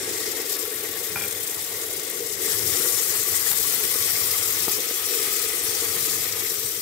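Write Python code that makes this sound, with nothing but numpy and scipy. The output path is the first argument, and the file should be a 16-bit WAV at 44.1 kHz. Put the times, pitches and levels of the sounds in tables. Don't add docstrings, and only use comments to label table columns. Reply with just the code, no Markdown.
import sys
import numpy as np
from scipy import signal
from scipy.fft import rfft, irfft, next_fast_len
from scipy.io import wavfile
from scipy.ndimage import uniform_filter1d, map_coordinates

SR = 44100
rng = np.random.default_rng(int(sys.argv[2]) if len(sys.argv) > 2 else 0)


def master(y):
    cut = np.clip(np.atleast_2d(y).T, -1, 1)
    pcm = np.round(cut * 32767)
    wavfile.write(sys.argv[1], SR, pcm.astype(np.int16))


def magnitude_from_level(level_db):
    exponent = np.asarray(level_db, float) / 20
    return 10 ** exponent


N = 300321

# time_s, fizz_db
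SIZZLE_LEVEL = [(0.0, -31.5), (0.15, -30.5), (0.28, -31.5), (0.34, -33), (0.355, -31.5), (0.44, -36),
                (0.48, -34), (0.52, -30.5), (0.562, -36), (0.575, -36), (0.6, -28.5), (0.62, -34),
                (0.65, -34), (0.75, -35), (1.3, -33), (1.8, -31.5), (2.1, -31.5), (2.375, -32),
                (2.40, -32.5), (2.43, -26.5), (2.55, -26.5), (2.63, -28.5), (2.7, -25.5), (2.82, -27),
                (2.86, -23.5), (2.92, -25), (3.2, -27), (3.5, -25.5), (4.72, -28), (4.78, -30.5),
                (5.03, -30), (5.15, -27.5), (5.42, -28), (5.53, -30), (5.75, -27.5), (5.95, -28.5),
                (6.07, -27.5), (6.3, -31), (6.5, -30.5), (6.81, -34)]
# time_s, fine_over_medium_db, coarse_over_medium_db
BUBBLE_SIZES = [(0.0, -4, 3.5), (0.565, 5.5, 8.5), (0.575, 3.5, 4.5), (1.5, 2.5, 3), (2.3, -2, 2),
                (2.6, -0.5, 2.5), (3.4, 2, 1.5), (4.4, 3, 4), (4.7, 3.5, 5.5), (5.7, 1.5, 4.5),
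                (6.81, 4.5, 6)]
# time_s, depth_factor
FLURRY_DEPTH = [(0, 0.66), (1, 0.72), (2.3, 0.98), (2.5, 0.28), (3.5, 0.43), (4.5, 0.35), (5.5, 0.34),
                (6.81, 0.32)]
# frequency_hz, level_db (per Hz)
FIZZ_SPECTRUM = [(1500, -25.5), (2400, -13), (2850, -9), (3200, -6), (3600, -4.5), (4500, -3.5), (5000, -1),
                 (5450, 0), (5950, -0.5), (6400, -1.5), (7600, 4), (8200, 2.5), (8560, 6.5), (9000, 3),
                 (10500, 2.5), (12600, 4), (14500, 1.4), (15800, -1.5)]
# time_s, left_minus_right_db (added to the fizz),
# right_delay_ms (of hum, gurgle and rumble together)
CAMERA_AIM = [(0.0, -2, -0.05), (0.76, 2.5, -0.051), (1.82, -1, -0.057), (2.65, 5, 0.06), (4.2, 1.5, 0.11),
              (5.2, 1, -0.014), (5.8, 1, 0.023), (6.81, 0.5, -0.14)]

# time_s, hum_db
HUM_LEVEL = [(0.0, -38), (0.36, -37.5), (0.5, -39.5), (1.3, -40), (1.75, -40.5), (2.3, -39.5),
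             (2.47, -34.5), (2.6, -40), (2.84, -34), (2.92, -42), (3.4, -39.5), (4.3, -41.5), (4.73, -40.5),
             (4.78, -34.5), (4.85, -39.5), (4.93, -40), (5.05, -45), (5.11, -35.5), (5.17, -35),
             (5.24, -39.5), (6.2, -40.5), (6.81, -43)]
# centre_hz, width_hz, level_db
CAVITY = [(306, 55.5, -8), (360.4, 37.4, -2.5), (443, 59.3, 1.5), (503, 105, -9.5)]
# time_s, level_db, low_db (added below the split)
GURGLE_LEVEL = [(0, -38, 0.5), (0.5, -39, 1), (0.62, -40.5, 0), (1.0, -39, 0), (1.4, -41, 0.5),
                (1.8, -41, 2), (2.37, -41.5, 0), (2.46, -35.5, -0.5), (2.62, -38, 0.5), (2.82, -34, -1),
                (2.93, -36.5, 0.5), (3.5, -35, -0.5), (4.6, -35.5, -1.5), (4.78, -37.5, 1),
                (4.86, -35.5, -7), (5.0, -36.5, 0), (5.27, -34.5, -4), (5.5, -37.5, -1), (5.95, -36, 0),
                (6.3, -38.5, -0.5), (6.81, -41.5, -3.5)]
# centre_hz, width_hz, level_db
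WALLS_RESTING = [(693, 400, -8), (1136, 19, 2.5), (1340, 740, -9), (1906, 88, 2.5), (2102, 71, 4.5),
                 (2410, 400, -3), (3430, 880, -4)]
# centre_hz, width_hz, level_db
WALLS_STIRRED = [(690, 1270, -7), (1152, 43, 3.5), (1292, 154, -0.5), (1505, 570, 0), (1993, 290, 4),
                 (2580, 310, -0.5), (3480, 1400, -4.5)]
# centre_hz, width_hz, level_db
WALLS_LATE = [(707, 200, -9), (1268, 78, 1), (1464, 53, -4.5), (2040, 310, 0), (2505, 170, 1.5),
              (3360, 900, -3)]
# time_s, set_number (0 to 2)
WALLS_VIEW = [(0, 0.12), (2.3, 0.094), (2.5, 1.06), (4.1, 0.94), (4.8, 1.77), (6.81, 1.53)]
# time_s, rumble_db
RUMBLE_LEVEL = [(0.0, -47.5), (0.4, -57), (1.12, -52), (1.27, -49.5), (1.42, -54.5), (2.15, -56.5),
                (2.5, -49), (2.66, -42.5), (2.85, -52), (2.93, -48), (2.98, -43), (3.03, -49), (3.6, -50),
                (4.55, -49), (4.63, -48), (4.7, -49), (4.85, -55.5), (5.45, -56.5), (6.0, -47),
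                (6.3, -49.5), (6.55, -51), (6.81, -50.5)]
# frequency_hz, level_db (per Hz)
RUMBLE_SPECTRUM = [(25, -43), (45, -27), (70, -7), (90, 2.5), (104, 4), (120, -2.5), (150, -4), (200, -5),
                   (280, -15.5), (400, -28), (700, -80)]

# start_s, left_level_db, left_minus_right_db, pitch_hz
MARKED_SPITS = [(0.4179, -9, 9, 11400), (0.4967, -6, 10, 9800), (0.5226, -8, 11, 11700),
                (0.5555, -10, 6, 6500), (0.5685, -7, 14, 11100), (0.5915, -6, 13, 11800),
                (0.6526, -7, 15, 11900), (1.2804, -9, 11, 11400), (1.4368, -9, 9, 11200),
                (1.6127, -9, 10, 10400), (1.815, -9, 10, 7000), (2.0334, -9, 11, 10900),
                (2.1008, -5, 16, 11500), (2.2662, -8, 13, 8500), (2.5264, -4, 11, 9400),
                (2.6796, -7, 13, 9800), (4.6821, -7, 10, 9300), (5.8347, -7, 11, 11500)]
# left_level_db, left_minus_right_db, pitch_hz
SMALL_SPIT = (-12.5, 11, 11300)
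# left_level_db, left_minus_right_db, pitch_hz
SMALL_SPIT_SCATTER = (1.2, 2.5, 1600)

# start_s, level_db (before trim), thud_db
BOWL_BLOWS = [(1.158, -18, -2), (1.173, -28, 2), (1.185, -28, -4), (1.211, -21.5, -9), (1.222, -28, -1),
              (1.237, -21, -11), (1.247, -29, 0), (1.262, -32, 2), (1.292, -34, 1)]
# pitch_hz, level_db, t60_s
BOWL_MODES = [(180, -7, .05), (300, -8, .04), (445, -9, .025), (600, -11, .04), (790, -8, .09),
              (1040, -9, .03), (1240, -9, .02), (1400, 0, .04), (1510, -2, .025), (1900, -12, .025),
              (2370, 0, .045)]
# start_s, level_db (before trim), thud_db
SPOON_BLOWS = [(2.48, -27, 4.5), (2.694, -18, -9), (2.979, -19, -3), (3.515, -11, -20), (4.6805, -16, 3)]
# pitch_hz, level_db, t60_s
POT_MODES = [(208, -3, 0.025), (393, 10, 0.015), (700, 1, 0.018), (842, -12, 0.12), (1230, 2.5, 0.02),
             (2300, -14, 0.03), (3150, -10, 0.015), (3700, -2, 0.03), (4200, -5, 0.018)]
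# centre_s, level_db, spread_s
SHOVE = (2.67, -45.5, .06)
# pitch_hz, level_db
STAND = [(106, 3), (146, -5)]
# start_s, level_db (before trim), thud_db
PLOP_BLOWS = [(3.957, -23, 1), (4.803, -23, -1), (4.868, -27, -1), (4.91, -24, 0)]
# pitch_hz, level_db, t60_s
PLOP_MODES = [(366, -3, 0.033), (453, 0, 0.051)]

# frequency_hz, likeness (1 is identical)
PORT_LIKENESS = [(25, 0.21), (90, 1), (125, 1), (190, 0.61), (300, 1), (450, 0.87), (800, 0.63),
                 (1150, 0.36), (1500, 0.49), (2000, 0.29), (2400, 0.24), (3000, 0.073), (15000, 0.11)]
# frequency_hz, left_minus_right_db
PORT_LEAN = [(60, 3), (100, 1), (160, 5.5), (270, 1.5), (450, 4), (740, 7), (1220, 0.5), (2010, 1),
             (3330, 3.5), (5300, 7.5), (6500, 10.5), (8500, 8), (10500, 5), (13000, 9), (15500, 12)]
# frequency_hz, lead_rad
PORT_LEAD = [(60, 0.64), (430, 0.54), (800, 0.61), (1400, 0.074), (2000, 1.63), (3000, 1.7), (6000, 0)]


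def along(points, hz):
    f, v = np.transpose(points)
    return np.interp(np.log(hz + 1), np.log(f + 1), v)


def curves(rows):
    s, *columns = np.transpose(rows)
    return [np.interp(np.arange(N) / SR, s, column) for column in columns]


def filtered(x, response):
    m = next_fast_len(N + SR // 2)
    return irfft(rfft(x, m) * response(np.fft.rfftfreq(m, 1 / SR)), m)[..., :N]


def below(corner_hz, steepness):
    return lambda hz: 1 / (1 + (hz / corner_hz) ** steepness)


def resonances(modes):
    def response(f):
        total = 0
        for k, (centre, width, db) in enumerate(modes):
            damping = 1j * f * width
            total = total + (-1) ** k * magnitude_from_level(db) * damping / (centre ** 2 - f ** 2 + damping)
        return total
    return response


def throb(lo_hz, hi_hz, channels=1):
    def band(hz):
        return 1 / (1 + (lo_hz / (hz + 0.091)) ** 2) / (1 + (hz / hi_hz) ** 2)
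    swing = filtered(rng.standard_normal((channels, N)), band)
    return swing / swing.std()


def patches(shape, bins, frames):
    field = uniform_filter1d(rng.standard_normal(shape), size=bins, axis=0)
    field = uniform_filter1d(field, size=frames, axis=1)
    return field / field.std()


def bursts(per_s, spread_db, life_s, share):
    size_db = spread_db * np.minimum(rng.exponential(size=N), 3)
    hits = (rng.random(N) < per_s / SR) * magnitude_from_level(size_db) ** 2
    power = signal.lfilter([1], [1, -np.exp(-1 / (life_s * SR))], hits)
    share = np.clip(share, 0, 1)
    return np.sqrt(1 - share + share * power / power.mean())


def ports(envelope, response, patchy_db, notes_db):
    z = signal.stft(rng.standard_normal((2, N + 512)), nperseg=512)[2]
    shape = z.shape[1:]
    gain_db = patchy_db * patches(shape, bins=30, frames=4)
    gain_db = gain_db + notes_db * patches(shape, bins=2, frames=4)
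    gain_db = gain_db + 1.1 * patches(shape, bins=3, frames=70)
    pair = envelope * signal.istft(z * magnitude_from_level(gain_db), nperseg=512)[1][:, :N]

    def spread(hz):
        turn = np.arccos(np.clip(along(PORT_LIKENESS, hz), -1, 1)) / 2
        return [np.cos(turn), np.sin(turn)]

    def lean(hz):
        level = magnitude_from_level(np.outer([.5, -.5], along(PORT_LEAN, hz)))
        return level * np.exp(1j * np.outer([.5, -.5], along(PORT_LEAD, hz)))

    mid, side = filtered(pair, spread)
    out = filtered(np.array([mid + side, mid - side]), lambda hz: response(hz) * lean(hz))
    return out / out.mean(axis=0).std()


def fizz_colour(hz):
    return magnitude_from_level(along(FIZZ_SPECTRUM, hz))


def sizzle():
    fizz_db, = curves(SIZZLE_LEVEL)
    fine_db, coarse_db = curves(BUBBLE_SIZES)
    aim_db, _ = curves(CAMERA_AIM)
    depth, = curves(FLURRY_DEPTH)
    flurry = magnitude_from_level(1.5 * depth * throb(20, 21) + 0.3 * throb(3.3, 5.5))
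    envelope = flurry * bursts(900, spread_db=-1.5, life_s=0.0017, share=0.31)
    fizz = ports(envelope, fizz_colour, patchy_db=1.25, notes_db=1.5)
    fizz = fizz * magnitude_from_level(0.59 * throb(12.0, 28, channels=2) + np.outer([.5, -.5], aim_db))
    fine = filtered(fizz, lambda hz: 1 / (1 + (10800 / (hz + 1)) ** 8))
    coarse = filtered(fizz, below(6700, 8))
    medium = fizz - fine - coarse
    own = magnitude_from_level(1.25 * depth * throb(24, 30, channels=3))
    mix = medium * own[0] + fine * own[1] * magnitude_from_level(fine_db) + coarse * own[2] * magnitude_from_level(coarse_db)
    return magnitude_from_level(fizz_db) * mix


def hum():
    def cavity(hz):
        return resonances(CAVITY)(hz) * hz / (hz + 200) * below(800, 4)(hz)
    level_db, = curves(HUM_LEVEL)
    envelope = magnitude_from_level(0.66 * throb(9.1, 10)) * bursts(70, spread_db=-2, life_s=0.0026, share=0.23)
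    return magnitude_from_level(level_db) * ports(envelope, cavity, patchy_db=0.0, notes_db=-1.3)


def gurgle():
    split_hz = 1150
    level_db, low_db = curves(GURGLE_LEVEL)
    view, = curves(WALLS_VIEW)
    bubbles = magnitude_from_level(0.32 * throb(1.5, 7.8)) * bursts(150, spread_db=3.0, life_s=0.0055, share=0.25)
    mix = 0
    for k, walls in enumerate([WALLS_RESTING, WALLS_STIRRED, WALLS_LATE]):
        fade = np.clip(1 - abs(view - k), 0, 1) ** .5
        mix = mix + fade * ports(bubbles, resonances(walls), patchy_db=1.0, notes_db=2.0)
    mix = mix + (magnitude_from_level(low_db) - 1) * filtered(mix, below(split_hz, 12))
    return magnitude_from_level(level_db) * mix


def rumble():
    level_db, = curves(RUMBLE_LEVEL)
    noise = ports(magnitude_from_level(0.7 * throb(4.1, 7.3)), lambda hz: magnitude_from_level(along(RUMBLE_SPECTRUM, hz)),
                  patchy_db=1.0, notes_db=2.3)
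    return magnitude_from_level(level_db) * noise


def simmer():
    left, right = hum() + gurgle() + rumble()
    late = curves(CAMERA_AIM)[1] * SR / 1000
    return np.array([left, map_coordinates(right, [np.arange(N) - late], mode="nearest")])


def small_spits():
    per_s, follow = 9, 0.35
    count = round(per_s * N / SR)
    start_s = rng.random(count) * N / SR
    traits = np.array(SMALL_SPIT) + np.array(SMALL_SPIT_SCATTER) * rng.standard_normal((count, 3))
    fizz_db = np.interp(start_s, *np.transpose(SIZZLE_LEVEL))
    traits[:, 0] += follow * (fizz_db - SIZZLE_LEVEL[0][1])
    return np.column_stack([start_s, traits])


def spits():
    half = SR // 50
    t = np.arange(-half, half) / SR
    snaps, spray = np.zeros((2, N + SR)), np.zeros((2, N + SR))
    snap_shape = .85 * np.exp(-(t / .00009) ** 2)
    spray_shape = magnitude_from_level(-17) * np.exp(-np.abs(t - .002) / 0.0018)
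    for s, db, pan_db, hz in np.vstack([MARKED_SPITS, small_spits()]):
        at = round(s * SR)
        size = magnitude_from_level([[db], [db - pan_db]])
        snaps[:, at:at + len(t)] += size * snap_shape * np.cos(2 * np.pi * hz * t)
        spray[:, at:at + len(t)] += size * spray_shape * rng.standard_normal((2, len(t)))
    return snaps[:, half:][:, :N] + filtered(spray[:, half:][:, :N], fizz_colour)


def knocks(blows, modes, level_db, crack_db, crack_s, size):
    t, out = np.arange(SR // 4) / SR, np.zeros(N + SR)
    detune = .006
    contact = 1 - np.exp(-t / .0006)
    for s, db, thud_db in blows:
        noise = uniform_filter1d(rng.standard_normal(len(t)), size=size)
        sound = noise * magnitude_from_level(crack_db + thud_db - 60 * t / crack_s)
        for hz, mode_db, t60 in modes:
            chance_db, shift = rng.standard_normal(2)
            low_db = thud_db if hz < 1700 else 0
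            decay = magnitude_from_level(mode_db + low_db + chance_db - 60 * t / t60)
            sound = sound + decay * np.sin(2 * np.pi * hz * (1 + detune * shift) * t)
        out[round(s * SR):][:len(t)] += magnitude_from_level(db + level_db) * contact * sound
    rattle = magnitude_from_level(1.6 * throb(40, 200)[0])
    return filtered(out[:N] * rattle, lambda hz: (1j * hz / (1j * hz + 120)) ** 2)


def bowl_set_down():
    return knocks(BOWL_BLOWS, BOWL_MODES, level_db=-4, crack_db=2, crack_s=.08, size=16)


def kitchen(x):
    t60_s = .2
    t = np.arange(SR // 3) / SR
    tail = rng.standard_normal((2, len(t))) * magnitude_from_level(-60 * t / t60_s)
    tail = tail / np.linalg.norm(tail[0])
    delayed = np.pad(x, (200, 0))[None]
    return signal.fftconvolve(delayed, tail, axes=1)[:, :N]


def spoon_knocks():
    return knocks(SPOON_BLOWS, POT_MODES, level_db=-11, crack_db=3, crack_s=.025, size=4)


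def shove():
    s, db, spread_s = SHOVE
    t = np.arange(N) / SR
    swell = magnitude_from_level(db) * np.exp(-((t - s) / spread_s) ** 2 / 2)
    tones = 0
    for hz, mode_db in STAND:
        tones = tones + magnitude_from_level(mode_db) * 2 ** .5 * np.sin(2 * np.pi * (hz * t + rng.random()))
    return swell * tones


def plops():
    return knocks(PLOP_BLOWS, PLOP_MODES, level_db=-3, crack_db=-6, crack_s=.01, size=20)


def scene():
    frying = sizzle() + simmer() + spits()
    bowl, spoon = bowl_set_down(), spoon_knocks()
    room = kitchen(magnitude_from_level(-8) * bowl + magnitude_from_level(-16) * spoon)
    struck = (bowl + spoon + plops()) * magnitude_from_level([[1.2], [-1.2]])
    return frying + struck + shove() + room


def roll_off(x):
    return signal.sosfilt(signal.butter(12, 17070, fs=SR, output="sos"), x)


def record(dry):
    top_hz = 15740
    mix = filtered(dry, lambda hz: hz < top_hz)
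    return roll_off(mix)


dry = scene()
out = record(dry)
master(out)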